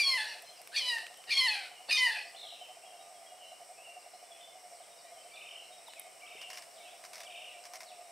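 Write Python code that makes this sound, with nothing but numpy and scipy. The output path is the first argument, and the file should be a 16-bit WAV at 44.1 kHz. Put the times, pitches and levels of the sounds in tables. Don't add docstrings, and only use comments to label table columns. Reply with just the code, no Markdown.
import sys
import numpy as np
from scipy import signal
from scipy.fft import rfft, irfft, next_fast_len
from scipy.io import wavfile
from scipy.ndimage import uniform_filter1d, map_coordinates

SR = 44100
rng = np.random.default_rng(int(sys.argv[2]) if len(sys.argv) > 2 else 0)


def waveform_to_disk(signal):
    frames = np.transpose(np.atleast_2d(signal))
    scaled = np.clip(frames, -1, 1) * 32767
    samples = np.round(scaled).astype(np.int16)
    wavfile.write(sys.argv[1], SR, samples)


def nominal_scale(level):
    x = np.asarray(level, float) / 20
    return 10 ** x


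N = 357651
T = np.arange(N) / SR
TOP_HZ = 15750
CALLING = N // 3


def unit(x):
    return x / np.sqrt(np.mean(x ** 2) + 1e-20)


def along(points, hz):
    f, v = np.transpose(points)
    return np.interp(np.log(hz + 1), np.log(f + 1), v)


def curves(rows):
    s, *cols = np.transpose(rows)
    return [np.interp(T, s, c) for c in cols]


def wobble(rate_hz, size=N):
    knots = rng.standard_normal(int(N * rate_hz / SR) + 4)
    return map_coordinates(knots, [T[:size] * rate_hz])


def filtered(x, response):
    m = next_fast_len(N + SR // 2)
    return irfft(rfft(x, m) * response(np.fft.rfftfreq(m, 1 / SR)), m)[..., :N]


def resonances(modes):
    def response(f):
        total = 0
        for k, (centre, width, db) in enumerate(modes):
            loss = 1j * f * abs(width)
            total = total + (-1) ** k * nominal_scale(db) * loss / (centre * centre - f * f + loss)
        return total
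    return response


def add(track, s, sound):
    track[round(s * SR):][:len(sound)] += sound


def progress(length_s):
    return np.arange(round(length_s * SR)) / (length_s * SR)


def sine(hz):
    return np.sin(2 * np.pi * np.cumsum(hz) / SR)


# start_s, voice_clears_s, voice_breaks_s, end_s, start_roughness (0-1)
CRIES = [
    (0, .06, .175, .4, .2),
    (.72, .835, .97, 1.075, .8),
    (1.27, 1.4, 1.5, 1.69, .8),
    (1.88, 1.975, 2.07, 2.235, .9),
]


def through_cries(start, clears, breaks, end):
    stages = (start, clears, breaks, end)
    return curves([(s, v) for cry in CRIES for s, v in zip(cry, stages)])[0]


CLEAR = (.13, .14, .08, .07)


def roughness():
    settle_s, break_s = .025, .045
    points = []
    for (start, clears, breaks, end, hoarse), clear in zip(CRIES, CLEAR):
        points += [(start, hoarse), ((start + clears) / 2, .46 * hoarse),
                   (clears - settle_s, max(hoarse / 3, clear)),
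                   (clears, clear), (breaks, clear), (breaks + break_s, .62), (end, .85)]
    return curves(points)[0]


# time_s, level_db, mouth_khz
EFFORT = [
    [(0, -23.5, 1.9), (0.022, -26.5, 3.4), (0.036, -36.5, 2.1), (0.076, -27.5, 3.6), (0.105, -29.5, 3.8),
     (0.16, -32.0, 1.85), (0.22, -39, 1.75), (0.33, -50.5, 1.4), (0.4, -55.5, 2.26)],
    [(0.72, -60.5, 1.75), (0.772, -29.5, 2.2), (0.8, -36, 1.7), (0.83, -38.5, 2.94), (0.89, -30.5, 3.55),
     (0.914, -35, 2.46), (0.952, -36, 1.7), (1.025, -49.5, 1.85), (1.075, -63, 2.6)],
    [(1.275, -57, 2.2), (1.315, -29.5, 2.35), (1.356, -35.1, 2.85), (1.39, -25.5, 4.56),
     (1.426, -28.5, 1.6), (1.468, -27.5, 1.68), (1.49, -32.5, 2.18), (1.55, -39, 2.76), (1.69, -55, 4.7)],
    [(1.88, -57, 2.1), (1.914, -27, 2.06), (1.965, -28.5, 3.42), (1.98, -30.5, 2.65), (2.02, -27.5, 2.3),
     (2.06, -27, 2.24), (2.09, -33, 1.83), (2.12, -39, 1.8), (2.235, -50.5, 2.43)],
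]
# time_s, hollow_khz
HOLLOW = [
    [(0, 3.6), (.024, 3.6), (.034, 2.3), (.092, 2.4), (.115, 3.4), (.14, 2.8), (.175, 5.35), (.22, 5.6),
     (.36, 6.5)],
    [(.745, 2.2), (.785, 2.25), (.8, 2.3), (.815, 2.3), (.885, 1.5), (.92, 4), (.98, 4.1), (1.07, 4.3)],
    [(1.29, 1.3), (1.325, 1.7), (1.36, 2.03), (1.39, 7.3), (1.42, 6.9), (1.46, 6.1), (1.488, 2.5),
     (1.525, 1.9), (1.59, 3.8)],
    [(1.905, 1.51), (1.93, 2.2), (1.968, 1.38), (1.99, 4.2), (2.012, 4.2), (2.045, 4.9), (2.08, 3.0),
     (2.11, 6.1), (2.17, 4.5)],
]
# freq_hz, level_db
WINDPIPE = [(1500, -3), (2000, 0.1), (2400, 1.5), (3100, 0.1), (3700, -4), (4400, 3), (5000, -3),
            (6200, -13)]


def overtones(hz):
    mouth_octaves, hollow_octaves = .44, .24
    n = len(hz)
    effort_db, mouth_khz = [c[:n] for c in curves(np.vstack(EFFORT))]
    hollow_khz = curves(np.vstack(HOLLOW))[0][:n]
    chest_db = through_cries(-43, -21, -13, -11)[:n]
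    pitches = np.arange(2, 6)[:, None] * hz

    def near(khz, octaves):
        return np.exp(-(np.log2(pitches / 1000 / khz) / octaves) ** 2)

    colour_db = along(WINDPIPE, pitches)
    colour_db = colour_db + 12 * near(mouth_khz, mouth_octaves)
    colour_db += 5 * near(2 * mouth_khz, mouth_octaves / 2)
    colour_db -= 19 * near(hollow_khz, hollow_octaves)
    total_db = 10 * np.log10(np.sum(nominal_scale(colour_db) ** 2, axis=0))
    return effort_db + chest_db, effort_db + colour_db - total_db


# time_s, pitch_hz
PITCH = [
    [(0, 1198), (.027, 1173), (.032, 1118), (.115, 1066), (.172, 1000), (.182, 878), (.27, 847),
     (.276, 949), (.36, 864)],
    [(.72, 761), (.76, 942), (.765, 1136), (.8, 1115), (.81, 1036), (.84, 1008), (.885, 996), (.955, 910),
     (1.07, 895)],
    [(1.304, 954), (1.306, 1198), (1.336, 1180), (1.341, 1070), (1.395, 1105), (1.407, 1040), (1.462, 1011),
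     (1.482, 880.7), (1.69, 712)],
    [(1.91, 921), (1.912, 1227), (1.97, 1221), (1.972, 1041), (2.064, 982), (2.073, 921), (2.1, 928),
     (2.112, 879), (2.23, 850)],
]
# freq_hz, density_db_per_hz
THROAT = [(590, -57), (1000, -18.5), (1600, -21), (1770, -8), (2160, -9), (2420, -3), (3040, 0.5),
          (3370, -40), (3960, 0.5), (4390, 3.5), (7530, -29.5), (8840, -9), (15500, -36)]
# freq_hz, level_db
HIGH = [(5500, -26), (7000, -29.5), (9000, -26), (11000, -32), (15000, -50)]
SHINE_DB = (1.5, 1.5, 0.5, -0.5)


def jay():
    n = CALLING
    hz = curves(np.vstack(PITCH))[0][:n]
    chest_db, overtone_db = overtones(hz)
    rough = roughness()[:n]
    gate = sum((T[:n] >= start) & (T[:n] <= end) for start, _, _, end, _ in CRIES) * 1.
    gate = uniform_filter1d(gate, size=400, mode="nearest")
    jitter = .004 * wobble(70, n) + .055 * rough * wobble(500, n)
    phase = 2 * np.pi * np.cumsum(hz * (1 + jitter)) / SR
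    effort = uniform_filter1d(np.sqrt(sum(nominal_scale(db) ** 2 for db in overtone_db)), size=600)
    shine_rows = [(s, db) for cry, db in zip(CRIES, SHINE_DB) for s in (cry[0], cry[3])]
    shine_db = curves(shine_rows)[0][:n]
    upper_db = 20 * np.log10(effort) + shine_db
    levels = [chest_db, *overtone_db] + [upper_db + along(HIGH, k * hz) for k in range(6, 16)]

    flutter_db = 2.5 * rough * wobble(260, n)
    tone = 0
    for k, db in enumerate(levels, 1):
        slow_db = min(.6 * k, 2) * wobble(55, n)
        fast_db = (3.5 * rough + .3 * k) * np.clip(wobble(160, n), -3, 1.3)
        level = np.sqrt(2) * nominal_scale(db + flutter_db + slow_db + fast_db) * (k * hz < TOP_HZ)
        tone = tone + level * np.sin(k * phase + k * k)

    breath = rng.standard_normal(n) * (1 + .7 * np.cos(phase))
    rasp = unit(filtered(breath, lambda f: nominal_scale(along(THROAT, f)) * (f > 900))[:n])
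    share = .07 + .9 * rough
    hiss = signal.sosfiltfilt(signal.butter(2, 6000, "highpass", fs=SR, output="sos"), rasp)
    hiss_share = nominal_scale(shine_db) * (.15 + share / 2)
    noise = nominal_scale(flutter_db) * effort * (share * (rasp - hiss) + hiss_share * hiss)
    return np.pad(gate * (tone + noise), (0, N - n))


# start_s, length_s, pitch_hz, level_db
OTHER_SIDE = [
    (0.033, 0.017, 1190, -34.5),
    (.758, 0.045, 1205, -29),
    (1.301, 0.062, 1080, -32.5),
    (1.367, 0.022, 1200, -38),
    (1.96, 0.059, 1120, -31.5),
    (0.18, 0.086, 1100, -51),
    (2.2, 0.099, 1090, -53),
    (0.44, .1, 1030, -52),
]
# freq_hz, level_db
OTHER_COLOUR = [(2200, -14), (2400, 1), (3300, -15), (4400, -2.5), (4800, -7), (5400, -11), (6600, -17.5)]
# start_s, level_db
PUFFS = [
    (0.724, -57),
    (1.281, -48),
    (1.882, -42.5),
]


def other_side():
    out = np.zeros(N + SR)
    shake, *ragged = [wobble(rate, CALLING) for rate in (400, 150, 150, 150, 150, 150)]
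    for s, length, hz, db in OTHER_SIDE:
        cut = slice(round(s * SR), round((s + length) * SR))
        phase = 2 * np.pi * np.cumsum(hz * (1 + .016 * shake[cut])) / SR
        stack = sum(nominal_scale(db + along(OTHER_COLOUR, k * hz) + 5 * r[cut]) * np.sin(k * phase)
                    for k, r in enumerate(ragged, 2))
        add(out, s, np.hanning(len(phase)) ** .5 * stack)
    band = signal.butter(2, [200, 1300], "bandpass", fs=SR, output="sos")
    for s, db in PUFFS:
        puff = signal.sosfilt(band, rng.standard_normal(900))
        add(out, s, nominal_scale(db + 10) * np.hanning(900) * puff)
    return out[:N]


# freq_hz, t60_s
WOOD = [(500, 0.047), (2500, 0.55), (6000, 0.35), (12000, 0.11)]


def wood(x, alike):
    hz, t, z = signal.stft(rng.standard_normal((2, SR)), SR, nperseg=256)
    decay = nominal_scale(-60 * t / along(WOOD, hz)[:, None])
    a, b = signal.istft(z * decay, SR, nperseg=256)[1]
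    spread = (1 - alike) * b
    tail = np.array([a + spread, a - spread]) / np.linalg.norm(a)
    return signal.fftconvolve(np.pad(x, (600, 0))[None], tail, axes=1)[:, :N]


# freq_hz, correlation
ALIKE = [(40, -0.32), (120, 0.78), (250, -0.87), (500, 0.53), (1500, 0.59), (5000, 0.93), (9000, 0.85),
         (15000, 0.099)]


def stereo_noise(gain):
    def response(hz):
        turn = np.arccos(np.clip(along(ALIKE, hz), -1, 1)) / 2
        return gain(hz) * [np.cos(turn), np.sin(turn)]
    mid, side = filtered(rng.standard_normal((2, N)), response)
    return unit(np.array([mid + side, mid - side]))


# freq_hz, density_db_per_hz
AIR = [(25, -30), (60, -26.5), (200, -11.5), (400, -5.5), (600, 1), (900, -5), (1500, -10), (3000, -14.5),
       (4500, -11.5), (7000, -13.5), (10000, -13.5), (15700, -21)]
# time_s, level_db
AIR_DB = [
    (0, -67.5),
    (2.57, -69),
    (5.8, -69),
    (6.48, -67),
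    (8.11, -69),
]


def leaves():
    ring_db = through_cries(0, 4, 4, 0)
    level_db = curves(AIR_DB)[0] + ring_db + 9.5 + 0.18 * wobble(1.68)
    return nominal_scale(level_db) * stereo_noise(lambda f: nominal_scale(along(AIR, f)))


# freq_hz, width_hz, level_db
INSECTS = [
    (5437, 530, -66),
    (8345, 1000, -62),
    (2230, 400, -68),
    (2890, 130, -71.5),
]


def insects():
    out = 0
    for hz, width, db in INSECTS:
        band = stereo_noise(lambda f: np.exp(-((f - hz) / width) ** 2))
        out = out + nominal_scale(db + 0.84 * wobble(5.045)) * band
    return out


# peak_s, level_db
CROAKS = [(.403, -57), (.495, -33), (.595, -27), (.69, -44), (.78, -54), (.865, -55), (.96, -43),
          (1.031, -48), (1.1, -44), (1.185, -53), (1.27, -44), (1.355, -52), (1.45, -43), (1.535, -52),
          (1.625, -60), (1.71, -53), (1.8, -45), (1.89, -36), (1.98, -50), (2.07, -53), (2.166, -45),
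          (2.25, -51), (2.341, -45), (2.439, -38), (2.522, -45), (2.613, -47), (2.694, -40), (2.773, -39),
          (2.839, -56), (2.919, -65), (3.024, -50), (3.11, -61), (3.226, -68), (3.3, -54), (3.425, -49),
          (3.515, -47), (3.607, -50), (3.689, -46), (3.788, -38), (3.876, -42), (3.969, -50), (4.047, -39),
          (4.129, -50), (4.235, -46), (4.309, -48), (4.398, -54), (4.474, -47), (4.556, -47), (4.629, -42),
          (4.727, -43), (4.81, -39), (4.879, -64), (4.989, -54), (5.046, -62), (5.112, -60), (5.197, -46)]
# time_s, depth (0-1)
THROB = [(0, .8), (2.3, .95), (2.75, .95), (2.95, .55), (3.35, .6), (3.6, .95), (4.1, .9), (5, .75),
         (6, .55), (8.1, .45)]
# time_s, level_db
CHORUS = [
    (0.0, -62),
    (1.31, -60),
    (1.56, -57.5),
    (3.09, -53.5),
    (6.01, -60.5),
    (8.11, -56.5),
]
# freq_hz, width_hz, level_db
FROG = [
    (679.3, 95, 0.5),
    (736.3, 84, 0),
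    (1210, 6.2, -9),
]
# time_s, level_db
DEEP_FROG = [
    (0, 1),
    (1.9, -5),
    (2.3, -1),
    (5, 0.5),
    (8.11, 0.5),
]


def frogs():
    beat_s, rise, fall = .0885, .05, .38
    s, db = uniform_filter1d(np.transpose(CROAKS), size=3, mode="nearest")
    beats = np.r_[s[0] - beat_s * np.arange(30, 0, -1), s, s[-1] + beat_s * np.arange(1, 40)]
    beat = np.interp(T + rise * beat_s * 2, beats, np.arange(len(beats))) % 1
    accent_db = .5 * np.interp(T, np.r_[s[0] - .1, s, s[-1] + .1], np.r_[0, db - db.mean(), 0])
    swell = np.clip(beat / rise, 0, 1) * np.exp(-(beat / fall) ** 3) * nominal_scale(accent_db)
    throb = 1 - curves(THROB)[0] * (1 - swell)
    count = np.floor(9 * beat + .9 + .15 * wobble(20))
    clicks = abs(np.diff(count, prepend=0)).clip(0, 1) * nominal_scale(2 * wobble(60))
    drive = unit(clicks) * (.12 + throb * nominal_scale(1.2 * wobble(8)))
    drive = drive + (.12 + .3 * throb) * rng.standard_normal(N)
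    throat = resonances([(800, 900, 0)])
    deep_voice, high_voice = resonances(FROG[:1]), resonances(FROG[1:])
    deep = filtered(drive, lambda f: deep_voice(f) * throat(f))
    high = filtered(drive, lambda f: high_voice(f) * throat(f))
    return nominal_scale(curves(CHORUS)[0]) * unit(nominal_scale(curves(DEEP_FROG)[0]) * deep - high)


def thicket():
    out, u = np.zeros(N + SR), np.linspace(0, 1, 2600)
    for s, pitch, glide, size in rng.random((90, 4)):
        hz = 2000 * 2 ** pitch * (1 + .2 * (glide - .65) * u)
        add(out, s * N / SR, nominal_scale(-70 + 6 * size) * np.sin(np.pi * u) * sine(hz))
    return out[:N]


# first_peak_s, warble_db, trill_db, trill_s, grace_share
SONGS = [
    (5.367, -47.5, -47.5, .17, .45),
    (6.268, -48, -47.5, .115, .45),
    (7.298, -48, -51, .1, .6),
]
# start_s, length_s, start_hz, level_db
PLUNGES = [(.56, .025, 5400, -58), (3.97, .075, 6000, -67), (4.69, .09, 6900, -64), (4.81, .045, 4100, -65),
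           (4.94, .09, 6500, -64), (5.17, .085, 6500, -65), (5.863, .028, 4250, -54),
           (6.756, .04, 4150, -60), (5.9, .02, 4400, -62), (6.735, .03, 5100, -64), (7.12, .04, 4400, -62),
           (7.258, .027, 3600, -51), (7.318, .02, 3450, -52), (7.366, .022, 3400, -50),
           (7.41, .02, 3300, -52), (5.354, .018, 4250, -55), (5.648, .015, 4500, -62),
           (7.49, .055, 4500, -61), (7.85, .09, 5050, -58)]
SLIDES = [(.27, .045, 5900, -52), (.49, .15, 3700, -63), (2.255, .045, 5050, -56), (2.63, .045, 2900, -59),
          (5.335, .025, 3600, -55), (7.47, .035, 3000, -51), (5.955, .065, 2650, -54),
          (5.885, .03, 3200, -58), (6.845, .05, 2850, -59), (6.778, .05, 4050, -60),
          (6.797, .03, 2500, -56), (7.2, .045, 3950, -61), (7.535, .03, 2600, -57)]
PIPES = [(1.15, .1, 3150, -60), (1.7, .14, 3050, -59), (2.604, .033, 3120, -47.5), (6.0, .025, 3100, -59),
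         (6.215, .03, 2420, -54), (6.39, .11, 2950, -51), (2.855, .03, 3180, -57), (2.895, .03, 3170, -60),
         (2.92, .04, 2830, -60), (2.99, .04, 3830, -65), (3.38, .15, 3120, -58), (3.385, .12, 2950, -58),
         (3.262, .025, 3220, -57), (3.285, .07, 2950, -63), (2.655, .05, 3080, -61),
         (2.47, .085, 3950, -55), (3.81, .11, 2880, -55), (3.93, .035, 2700, -60), (4.135, .03, 4150, -63),
         (4.39, .06, 3080, -61), (4.3, .04, 3430, -59), (4.405, .07, 3540, -56), (4.55, .03, 2980, -64),
         (5.17, .06, 3150, -60), (5.31, .03, 4620, -63), (7.24, .03, 4620, -63), (6.82, .035, 3950, -64)]
LIFTS = [(2.344, .011, 3000, -49), (2.348, .008, 3300, -53), (2.362, .011, 3400, -49),
         (2.36, .02, 3950, -56), (2.59, .014, 2650, -55), (5.715, .025, 3600, -59), (2.82, .04, 2500, -60),
         (3.765, .045, 2400, -60), (4.37, .035, 3100, -63), (6.82, .12, 2500, -59)]
COOS = [
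    (5.3, .3, 1250, -69),
    (6.19, .16, 1270, -65),
]


def whistles(quaver_hz):
    notes = []
    for table, hz_per_s in ((PLUNGES, -34000), (SLIDES, -12000), (PIPES, -1500), (LIFTS, 11500), (COOS, -200)):
        notes += [(s, length, hz, hz + hz_per_s * length, db) for s, length, hz, db in table]
    for s, db, *_ in SONGS:
        notes.append((s - .07, .02, 2450, 3400, db - 9.5))
        notes.append((s - .057, .035, 2330, 2330, db - 8))
    out = np.zeros(N + SR)
    for s, length, start_hz, end_hz, db in notes:
        u = progress(length)
        hz = start_hz + (end_hz - start_hz) * u + quaver_hz[round(s * SR):][:len(u)]
        add(out, s, nominal_scale(db + 1) * np.sin(np.pi * u) ** .6 * sine(hz))
    return out


def cascade():
    length_s, dips_per_s, level_db = .225, 55, -45
    u = progress(length_s)
    dip = np.sin(np.pi * u * length_s * dips_per_s) ** 2
    crest_hz = np.interp(u, [0, 1], (4300, 3950))
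    hz = crest_hz - dip * np.interp(u ** .6, [0, 1], (150, 1600))
    swell = np.sin(np.pi * u ** .5) ** 1.2 * (1 - u ** .6 * (1 - dip))
    return nominal_scale(level_db) * swell * sine(hz)


def warbles(quaver_hz):
    parts = []  # start_s, level_db, length_s, beats_per_s, low_hz, high_hz, grace_share
    for s, db, trill_db, trill_s, grace in SONGS:
        parts.append((s, db, .21, 20.3, 2280, 3200, grace))
        parts.append((s + .122, trill_db, trill_s, 43.5, 2780, 3150, 0))
    out = np.zeros(N + SR)
    for s, db, length, rate, low_hz, high_hz, grace in parts:
        u = progress(length)
        beat = u * length * rate % 1
        leap = np.where(beat < .35, (beat / .35) ** 1.3, np.exp(-(beat - .35) / .13))
        hz = low_hz + (high_hz - low_hz) * leap + 1.6 * quaver_hz[round(s * SR):][:len(u)]
        pulse = .3 + .75 * np.exp(-((beat - .47) / .2) ** 2)
        grace_swell = grace * np.exp(-((beat - .62) / .09) ** 2)
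        high = grace_swell * sine(1.33 * high_hz - 150 * u - 900 * beat)
        swell = np.sin(np.pi * u ** .45) ** .4
        add(out, s - .35 / rate, nominal_scale(db) * swell * (pulse * sine(hz) + high))
    return out


def songbirds():
    quaver_hz = 70 * wobble(80)
    out = whistles(quaver_hz) + warbles(quaver_hz)
    add(out, 2.372, cascade())
    return out[:N] * nominal_scale(2 * wobble(140))


# start_s, peak_db, body_db
TICKS = [(0.422, -47.5, -15), (0.616, -47, -6), (0.6732, -46, -2), (5.935, -60.5, 11.5),
         (0.9832, -53, 11.5), (1.066, -56, 12), (1.076, -65, 9), (1.1409, -61, 10), (1.1732, -52, -31),
         (1.239, -60.5, 9.5), (5.8814, -51, -6), (5.996, -34.5, -23), (6.016, -53, -3)]
TICK_T = np.arange(1300) / SR


def ticks():
    t = TICK_T
    bright, body = np.zeros((2, N + SR))
    for s, db, body_db in TICKS:
        crack = rng.standard_normal((2, len(t))) * nominal_scale(-60 * t / 0.014) * (1 - np.exp(-t / 0.00035))
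        add(bright, s, nominal_scale(db + 10.5) * crack[0])
        add(body, s, nominal_scale(db + body_db + 16) * crack[1])
    casing = resonances([(9500, 1700, 0.0), (12100, 3000, 0.0), (14500, 2500, -10)])
    shell = resonances([(2200, 2800, 1.0), (4200, 4900, -2.2)])
    return filtered(bright[:N], casing) + filtered(body[:N], shell)


# start_s, pitch_hz, level_db
KNOCKS = [
    (5.883, 908, -36.5),
    (6.352, 441, -40.5),
]


def knocks():
    t, out = TICK_T, np.zeros(N + SR)
    for s, hz, db in KNOCKS:
        add(out, s, nominal_scale(db - 60 * t / 0.021) * (1 - np.exp(-t / 0.0013)) * np.sin(2 * np.pi * hz * t))
    return out[:N]


# start_s, peak_db
RATTLE = [(6.415, -30.5), (6.502, -28), (6.532, -29), (6.556, -32.5), (6.5735, -29), (6.5814, -31.5),
          (6.607, -43), (6.6228, -34.5), (7.0392, -33.5), (7.05, -31.5), (7.133, -28.5), (7.156, -30),
          (7.1805, -33), (7.204, -28.5), (7.2341, -32), (7.639, -37), (7.6535, -31.5), (7.7359, -29),
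          (7.7564, -29.5), (7.8057, -30), (7.832, -33.5)]
# freq_hz, width_hz, level_db
LENS = [(1000, 160, -3), (2110, 570, -1.5), (5350, 760, -0.5), (8700, 3900, -9.5), (12000, 8200, -16)]


def rattle():
    t, out = TICK_T, np.zeros(N + SR)
    burst = (t / 0.0022) ** 2 * np.exp(-t / 0.0013) + 0.081 * np.hanning(len(t))
    for s, db in RATTLE:
        add(out, s - .002, nominal_scale(db + 11) * rng.standard_normal(len(t)) * burst)
    return filtered(out[:N], resonances(LENS))


def scene():
    near = jay() + other_side()
    near = near * nominal_scale([[.2], [-.2]]) + nominal_scale(-11.5) * wood(near, alike=0.87)
    background = leaves() + insects() + frogs() * nominal_scale([[-.6], [.6]])
    far = thicket() + songbirds()
    far = far + nominal_scale(-4) * wood(far, alike=.75)
    return near + background + far + ticks() + knocks() + rattle()


def roll_off(x):
    return signal.sosfilt(signal.butter(12, 15730, fs=SR, output="sos"), x)


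def record(dry):
    mix = filtered(dry, lambda hz: hz < TOP_HZ)
    return roll_off(mix)


dry = scene()
out = record(dry)
waveform_to_disk(out)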